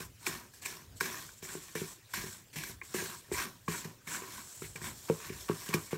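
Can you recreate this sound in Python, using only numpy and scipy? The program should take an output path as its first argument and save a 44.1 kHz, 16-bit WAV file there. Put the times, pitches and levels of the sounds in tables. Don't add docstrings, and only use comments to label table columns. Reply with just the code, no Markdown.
import sys
import numpy as np
from scipy import signal
from scipy.fft import rfft, irfft, next_fast_len
from scipy.io import wavfile
from scipy.ndimage import uniform_filter1d

SR = 44100
rng = np.random.default_rng(int(sys.argv[2]) if len(sys.argv) > 2 else 0)


def makeup_ratio(level_db):
    decades = np.asarray(level_db, float) / 20
    return 10 ** decades


def pcm_store(signal):
    levels = np.round(np.clip(np.atleast_2d(signal), -1, 1) * 32767)
    wavfile.write(sys.argv[1], SR, levels.astype(np.int16).T)


N = 263365

# (frequency [Hz], width [Hz], level [dB])
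WALL_MODES = [(800, 1200, -82), (946, 23, 11), (1100, 175, 13.5), (1280, 320, -91), (1520, 140, 3),
              (1640, 46, 12), (1780, 48, -0.5), (1890, 28, 9.5), (2150, 98, -4), (2310, 26, 12.5),
              (2396, 370, 11), (2750, 120, -28)]
# (frequency [Hz], density [dB per Hz])
GRIT_SPECTRUM = [(300, -5), (700, -4.5), (2600, -13), (3300, -3), (4500, -0.5), (4900, -6.5), (5250, 2),
                 (6500, -1.5), (8500, -2.5), (9800, -4), (10400, -11), (11200, -5), (12800, -3),
                 (16000, -10)]


def drag():
    # (landing [s], length [s], grit hiss [dB], wall shaking [dB],
    # best-driven wall region [Hz])
    strokes = [(0.0, 0.085, -43, -47, 1600), (0.261, 0.21, -40.5, -41.5, 1730),
               (0.535, 0.12, -53.5, -62, 1890), (0.618, 0.12, -50, -51, 2400),
               (0.651, .22, -43.5, -46.5, 1850), (1.001, 0.31, -39, -41, 1740),
               (1.423, 0.3, -47, -51.5, 1780), (1.75, 0.19, -41, -43.5, 1800),
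               (2.134, 0.21, -38, -39, 1950), (2.528, 0.18, -49.5, -57, 2360), (2.557, .18, -42, -42, 2480),
               (2.832, 0.083, -53.5, -64, 1780), (2.939, 0.22, -39.5, -39.5, 1870),
               (3.321, 0.24, -41, -44, 1680), (3.68, 0.26, -42.5, -41.5, 1700),
               (4.069, 0.42, -45.5, -45.5, 1560), (4.618, 0.093, -48, -49.5, 2100),
               (4.756, 0.043, -48, -46.5, 1750), (5.083, 0.099, -57, -43, 1020),
               (5.29, .14, -59, -49.5, 1900), (5.481, 0.11, -54, -44.5, 1100),
               (5.678, 0.14, -49, -45.5, 1640), (5.727, 0.09, -47, -38.5, 1310),
               (5.907, 0.12, -46.5, -47.5, 1650)]
    # (strongest [s], half length [s], grit hiss [dB],
    # wall shaking [dB], edge whistle [dB])
    pushes = [(0.271, 0.088, -48.5, -52.5, -58), (0.977, 0.029, -54, -82, -49.5),
              (1.21, 0.18, -50.5, -75, -50.5), (1.385, 0.021, -66, -90, -51.5),
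              (1.522, 0.081, -56, -49, -44), (1.678, 0.35, -54.5, -60, -57.5),
              (1.905, 0.079, -54, -66, -46.5), (2.13, 0.047, -52.5, -59, -55),
              (2.29, 0.15, -49.5, -58.5, -48), (2.686, 0.08, -45, -56, -54), (2.888, 0.071, -66, -79, -54),
              (3.045, 0.18, -42.5, -50.5, -50), (3.264, .08, -59, -66, -68),
              (3.406, 0.086, -38.5, -39, -47), (3.761, .1, -47, -64, -41), (4.138, 0.075, -46, -41.5, -38),
              (4.354, 0.12, -46.5, -52.5, -56), (4.56, 0.26, -53.5, -66.5, -46),
              (4.863, 0.08, -44, -43, -40.5), (5.087, 0.32, -49.5, -63, -51), (5.255, 0.1, -46.5, -48, -68),
              (5.408, 0.13, -46.5, -58, -47), (5.633, 0.21, -45.5, -53, -48.5),
              (5.83, 0.15, -48.5, -56.5, -50)]
    # (strongest [s], half length [s], edge whistle [dB])
    squeaks = [(0.277, .02, -34), (.628, .015, -45), (.66, 0.014, -38), (1.017, 0.022, -42),
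               (1.45, 0.031, -44), (1.635, .03, -50), (2.86, 0.031, -51), (3.186, 0.033, -48),
               (3.344, 0.036, -36), (4.617, 0.027, -47), (4.76, 0.018, -45.5)]
    landing_s, push_hz, stroke_rim_db = 0.003, 1520, -8.5
    fall_db = np.array([20, 20 * 1.17, 20 * 1.8])
    t = np.arange(0, N / SR, 0.0005)
    power = np.full((3, len(t)), 1e-12)
    focus = np.full(len(t), 1e-12 * push_hz)
    for s, length, hiss_db, wall_db, region_hz in strokes:
        gone = np.maximum(t - s, 0) / length
        start_db = np.c_[[hiss_db, wall_db, hiss_db + stroke_rim_db]]
        landing = np.clip((t - s) / landing_s, 0, 1) ** 2
        part = landing * makeup_ratio(start_db - np.outer(fall_db, gone ** 1.86)) ** 2
        power += part
        focus += part[1] * region_hz * (1 - 0.35 * np.minimum(gone, 1))
    for s, half, *levels_db in pushes:
        part = swell(t, s, half, np.c_[levels_db]) ** 2
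        power += part
        focus += part[1] * push_hz
    for s, half, whistle_db in squeaks:
        power[2] += swell(t, s, half, whistle_db) ** 2
    rows = (*10 * np.log10(power), focus / power[1])
    return [np.interp(np.arange(N) / SR, t, row) for row in rows]


def scraping(hiss_db, wall_db, rim_db, focus_hz):
    # (frequency [Hz], width [Hz], level [dB])
    foot_modes = [(156, 51, 1.5), (220, 75, 4.5), (315, 29, -4), (366.5, 26, 1.5), (420, 41, -7),
                  (470, 130, -12.5)]
    # (frequency [Hz], width [Hz], level [dB])
    rim_modes = [(6300, 500, -25.5), (6910, 90, -7), (7590, 1200, 16.5), (8200, 130, 12)]
    fine = grains(20000, 0.8, 0.8)
    coarse = grains(4000, 2.4, 1.4)
    hiss = mottled(coloured(evened(fine) + 0.48 * evened(coarse), GRIT_SPECTRUM), 2.2)
    wall = body(coarse, WALL_MODES, 0.014, 2.0, focus_hz, 9)
    blade = evened(resonate(resonate(coarse, focus_hz, 920), 1910.0, 2860))
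    blade = evened(high_pass(blade, 2, 850))
    rim = body(fine, rim_modes, 0.02, 2.2)
    foot = body(coarse, foot_modes, 0.015, 2.2)
    foot_db = lagged(wall_db, 0.024) - 0.5
    sound = makeup_ratio(hiss_db - 3.5) * hiss
    sound += makeup_ratio(wall_db - 1.52) * mottled(wall + makeup_ratio(-2.5) * blade, 1.72)
    sound += makeup_ratio(foot_db - 8.0) * foot
    return sound + makeup_ratio(rim_db - 6) * rim


def grains(per_s, spread_db, lumpy_db):
    size = makeup_ratio(spread_db * np.minimum(rng.exponential(1, N), 5))
    clicks = rng.standard_normal(N) * (rng.random(N) < per_s / SR)
    return size * clicks * makeup_ratio(lumpy_db * drift(170))


def spatula_ticks():
    # (time [s], peak [dB], tip tone [Hz], bright crack over the peak [dB])
    strikes = [(0.0044, -34, 2480, -3), (0.266, -19, 2400, 2.5), (0.2712, -23.5, 1520, -2),
               (0.6585, -23, 2420, -1), (1.008, -14.5, 1520, -3), (1.057, -29.5, 1640, 8),
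               (1.2901, -39.5, 1520, -12), (1.4231, -54, 2590, -12), (1.7536, -28, 1730, -3),
               (2.138, -23.5, 1520, -2), (2.566, -37, 2430, -15), (2.6361, -30.5, 1600, 7.5),
               (2.696, -40, 1500, -6), (2.815, -27.5, 2120, -35), (2.821, -31.5, 2180, -31),
               (2.941, -35, 1280, -15), (3.3155, -39, 2120, 0), (3.345, -28, 2040, -5),
               (3.6794, -22.5, 1104, -26), (3.7205, -32, 1060, 7), (3.846, -31.5, 1850, 3.5),
               (4.0745, -31, 2150, -19), (4.147, -26.5, 1500, -19), (4.2205, -36, 1110, -24),
               (4.6205, -36.5, 1340, -29), (4.759, -29, 2380, -6), (4.8157, -36, 1820, -15),
               (5.296, -33, 2310, -12), (5.689, -30, 2900, 6), (5.7395, -12.5, 2310, -0.5)]
    mix = np.zeros(N)
    for s, *blow in strikes:
        add(mix, s, tick(*blow))
    return mix


def tick(peak_db, tip_hz, crack_db):
    t = np.arange(2048) / SR
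    chance = rng.standard_normal(len(t))
    rise = t * tip_hz / 2.2
    burst = np.sin(2 * np.pi * tip_hz * t) * rise * np.exp(1 - rise)
    ring = np.zeros(len(t))
    for (hz, width, db), luck in zip(WALL_MODES, chance):
        level_db = db + 1.6 * np.clip(luck, -1, 1) - 2.4 * abs(np.log2(hz / tip_hz))
        ring += makeup_ratio(level_db - 60 * t / 0.027) * np.sin(2 * np.pi * hz * t + 3 * luck)
    ring *= 1 - np.exp(-t / 0.0015)
    crack = coloured(chance, GRIT_SPECTRUM[2:]) * makeup_ratio(-60 * t / 0.073) * (1 - np.exp(-t / 0.00019))
    sound = 0.45 * burst + makeup_ratio(-23.5) * ring + makeup_ratio(crack_db - 16.5) * crack
    fade_out = signal.windows.tukey(2 * len(t), 0.3)[len(t):]
    return makeup_ratio(peak_db) * sound * fade_out


def bowl_thuds():
    # (time [s], peak [dB], wall tone [Hz], counter thump over the peak [dB])
    slaps = [(0.004, -37.5, 396, -8), (1.427, -39.5, 340, -1.5), (1.552, -31.5, 337, -8),
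             (1.754, -27.5, 434, -10.5), (2.177, -42, 355, 18), (2.564, -36.5, 397, 15),
             (2.945, -24.5, 368, -13), (3.023, -32, 360, -7), (3.316, -25.5, 385, -13),
             (3.684, -24.5, 396, -1.5), (3.852, -32.5, 420, 8.5), (4.755, -39.5, 425, -1),
             (5.099, -14, 430, -8), (5.497, -17.5, 412, -9.5), (5.93, -21.5, 403, -5.5)]
    # (time [s], peak [dB], wall tone [Hz], counter thump over the peak [dB])
    rocks = [(0.274, -34.5, 351, -12), (0.294, -42.5, 342, 6), (0.664, -54, 366, -21), (0.727, -49, 423, 8),
             (1.013, -31, 360, -7.5), (1.816, -27, 332, -1.5), (2.239, -34.5, 361, 5),
             (2.557, -42.5, 394, 3), (2.695, -42.5, 360, -1), (2.821, -50, 350, -13),
             (4.073, -44.5, 343, 8), (4.22, -40.5, 368, -15), (4.62, -32.5, 361, 1), (4.817, -37.5, 370, 8),
             (5.301, -30.5, 350, 0), (5.691, -30, 457, -2), (5.744, -18.5, 356, -1.5)]
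    mix = np.zeros(N)
    for events, slap_db in ((slaps, -7.5), (rocks, -21)):
        for s, *blow in events:
            add(mix, s, thud(*blow, slap_db))
    return high_pass(mix, 2, 85)


def thud(peak_db, wall_hz, thump_db, slap_db):
    # (frequency [Hz], level [dB], t60 as a share of the knock's [1])
    knock_modes = [(108.5, -15, 6.6), (159.3, 3, 1.57), (196, -2, 0.74), (290, -5, 1.5), (363.3, 4.5, 1.03),
                   (420, -0.5, 1.06), (480, -15, 0.7)]
    t = np.arange(SR // 4) / SR
    ring_s = np.clip(0.043 - 0.13 * peak_db, 0.06, 0.15)
    settle_s = 0.01
    settled_t = t + 0.053 * settle_s * (1 - np.exp(-t / settle_s))
    choke_db = 20 * (t / 0.13) ** 2
    ring = np.zeros(len(t))
    for hz, db, share in knock_modes:
        luck = np.clip(rng.standard_normal(), -1.5, 1.5)
        low = hz < 250
        tone_db = thump_db - 0.5 if low else -22 * abs(np.log2(hz / wall_hz))
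        chatter_db = 3.5 * np.sin(2 * np.pi * 41.7 * (1 + 0.29 * luck) * t * (1 + 8 * t))
        level_db = db + tone_db + 2.6 * luck - 60 * t / (ring_s * share) - choke_db + chatter_db
        ring += (-1) ** low * makeup_ratio(level_db) * np.sin(2 * np.pi * hz * (1 + 0.033 * luck) * settled_t)
    ring *= 1 - np.exp(-t / 0.0007)
    slap = np.zeros(len(t))
    for hz, db, t60_s in ((690, -35, 0.0033), (935, -10.5, 0.033), (1100, -12, 0.026),
                          (1360, -11.0, 0.0084), (1920, -21, 0.004), (2400, -18, 0.015)):
        slap += np.sin(2 * np.pi * hz * t) * makeup_ratio(db - 60 * t / t60_s)
    return makeup_ratio(peak_db) * (slap * makeup_ratio(slap_db) - ring / abs(ring).max())


def reflections(x):
    taps, step = np.zeros(SR // 4), 20
    at = np.arange(140, len(taps) - step, step)
    signs = rng.choice([-1., 1.], len(at))
    taps[at + rng.integers(0, step, len(at))] = signs * makeup_ratio(-60 * at / SR / 0.26)
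    return signal.oaconvolve(x, taps / np.linalg.norm(taps))[:N]


def counter_shudder(wall_db):
    # (strongest [s], half length [s], level [dB])
    leans = [(0.038, 0.18, -57.5), (0.92, 0.099, -53), (1.306, 0.072, -62), (1.62, 0.079, -70),
             (2.29, 0.11, -60), (2.543, 0.08, -65), (2.75, .1, -56), (3.352, 0.055, -46), (3.706, .1, -55),
             (4.676, 0.083, -52), (4.888, .1, -56), (5.35, 0.086, -51), (5.865, 0.08, -60)]
    t = np.arange(N) / SR
    level = makeup_ratio(-76) + makeup_ratio(lagged(wall_db, 0.025) - 18.5)
    for s, half, db in leans:
        level += swell(t, s, half, db)
    return level * body(rng.standard_normal(N), [(52, 25, -2), (100, 35, 0)], 0.05, 3.5)


def kitchen():
    # (frequency [Hz], density [dB per Hz])
    room_spectrum = [(25, 5), (60, -13.5), (110, 4), (175, -7), (300, -12), (500, -13.5), (720, -20),
                     (1050, -19.5), (1600, -17), (4500, -21), (7600, -18.5), (10400, -26), (12500, -24.5),
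                     (16000, -22.5)]
    noise = mottled(coloured(rng.standard_normal(N), room_spectrum), 3.2)
    return makeup_ratio(-52.5 - 6.0 + 0.2 * drift(0.43)) * noise


def body(x, modes, wander, patchy_db, focus_hz=1600., focus_db=0):
    total = np.zeros(len(x))
    for k, (hz, width, db) in enumerate(modes):
        level_db = db + patchy_db * drift(9.5) - focus_db * abs(np.log2(hz / focus_hz))
        mode = evened(resonate(x, hz * (1 + wander * drift(7.3)), width))
        total += (-1) ** k * makeup_ratio(level_db) * mode
    return evened(total)


def resonate(x, hz, width):
    turn = np.exp(2j * np.pi * np.cumsum(hz * np.ones(len(x))) / SR)
    r = np.exp(-np.pi * width / SR)
    return 2 * (turn * signal.lfilter([1 - r], [1, -r], x / turn)).real


def mottled(x, patchy_db):
    z = signal.stft(x, nperseg=256, noverlap=192)[2]
    patches = uniform_filter1d(rng.standard_normal(z.shape), 3, 0)
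    patches = evened(uniform_filter1d(patches, 18, 1))
    return evened(signal.istft(z * makeup_ratio(patchy_db * patches), nperseg=256, noverlap=192)[1][:N])


def coloured(x, points):
    hz, db = np.transpose(points)
    size = next_fast_len(len(x))
    bins = np.fft.rfftfreq(size, 1 / SR)
    gain = makeup_ratio(np.interp(np.log(bins + 1), np.log(hz + 1), db))
    return evened(irfft(rfft(x, size) * gain, size)[:len(x)])


def drift(hz):
    step = 32
    span = max(int(SR / step / hz), 2)
    slow = uniform_filter1d(uniform_filter1d(rng.standard_normal(N // step + 2), span), span)
    return evened(np.interp(np.arange(N) / step, np.arange(len(slow)), slow))


def swell(t, s, half, db):
    return makeup_ratio(db - 20 * ((t - s) / half) ** 2)


def lagged(db, lag_s):
    stay = np.exp(-1 / (lag_s * SR))
    return 10 * np.log10(signal.lfilter([1 - stay], [1, -stay], makeup_ratio(db) ** 2) + 1e-14)


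def high_pass(x, order, hz):
    return signal.sosfilt(signal.butter(order, hz, "high", fs=SR, output="sos"), x)


def evened(x):
    return x / np.sqrt(np.mean(x ** 2) + 1e-20)


def add(mix, s, sound):
    part = mix[round(s * SR):][:len(sound)]
    part += sound[:len(part)]


def scene():
    levels = drag()
    blows = spatula_ticks() + bowl_thuds()
    echo = reflections(makeup_ratio(-15) * blows)
    mix = scraping(*levels) + blows + echo + counter_shudder(levels[1]) + kitchen()
    return np.tile(mix, (2, 1))


def top_cut(x):
    return signal.sosfilt(signal.butter(12, 16790, fs=SR, output="sos"), x)


def record(dry):
    thin = high_pass(dry[0], 3, 48)
    band_limit = signal.firwin(511, 15800, window=("kaiser", 9), fs=SR)
    heard = signal.oaconvolve(thin, band_limit, "same")
    return top_cut(np.tile(heard, (2, 1)))


dry = scene()
out = record(dry)
pcm_store(out)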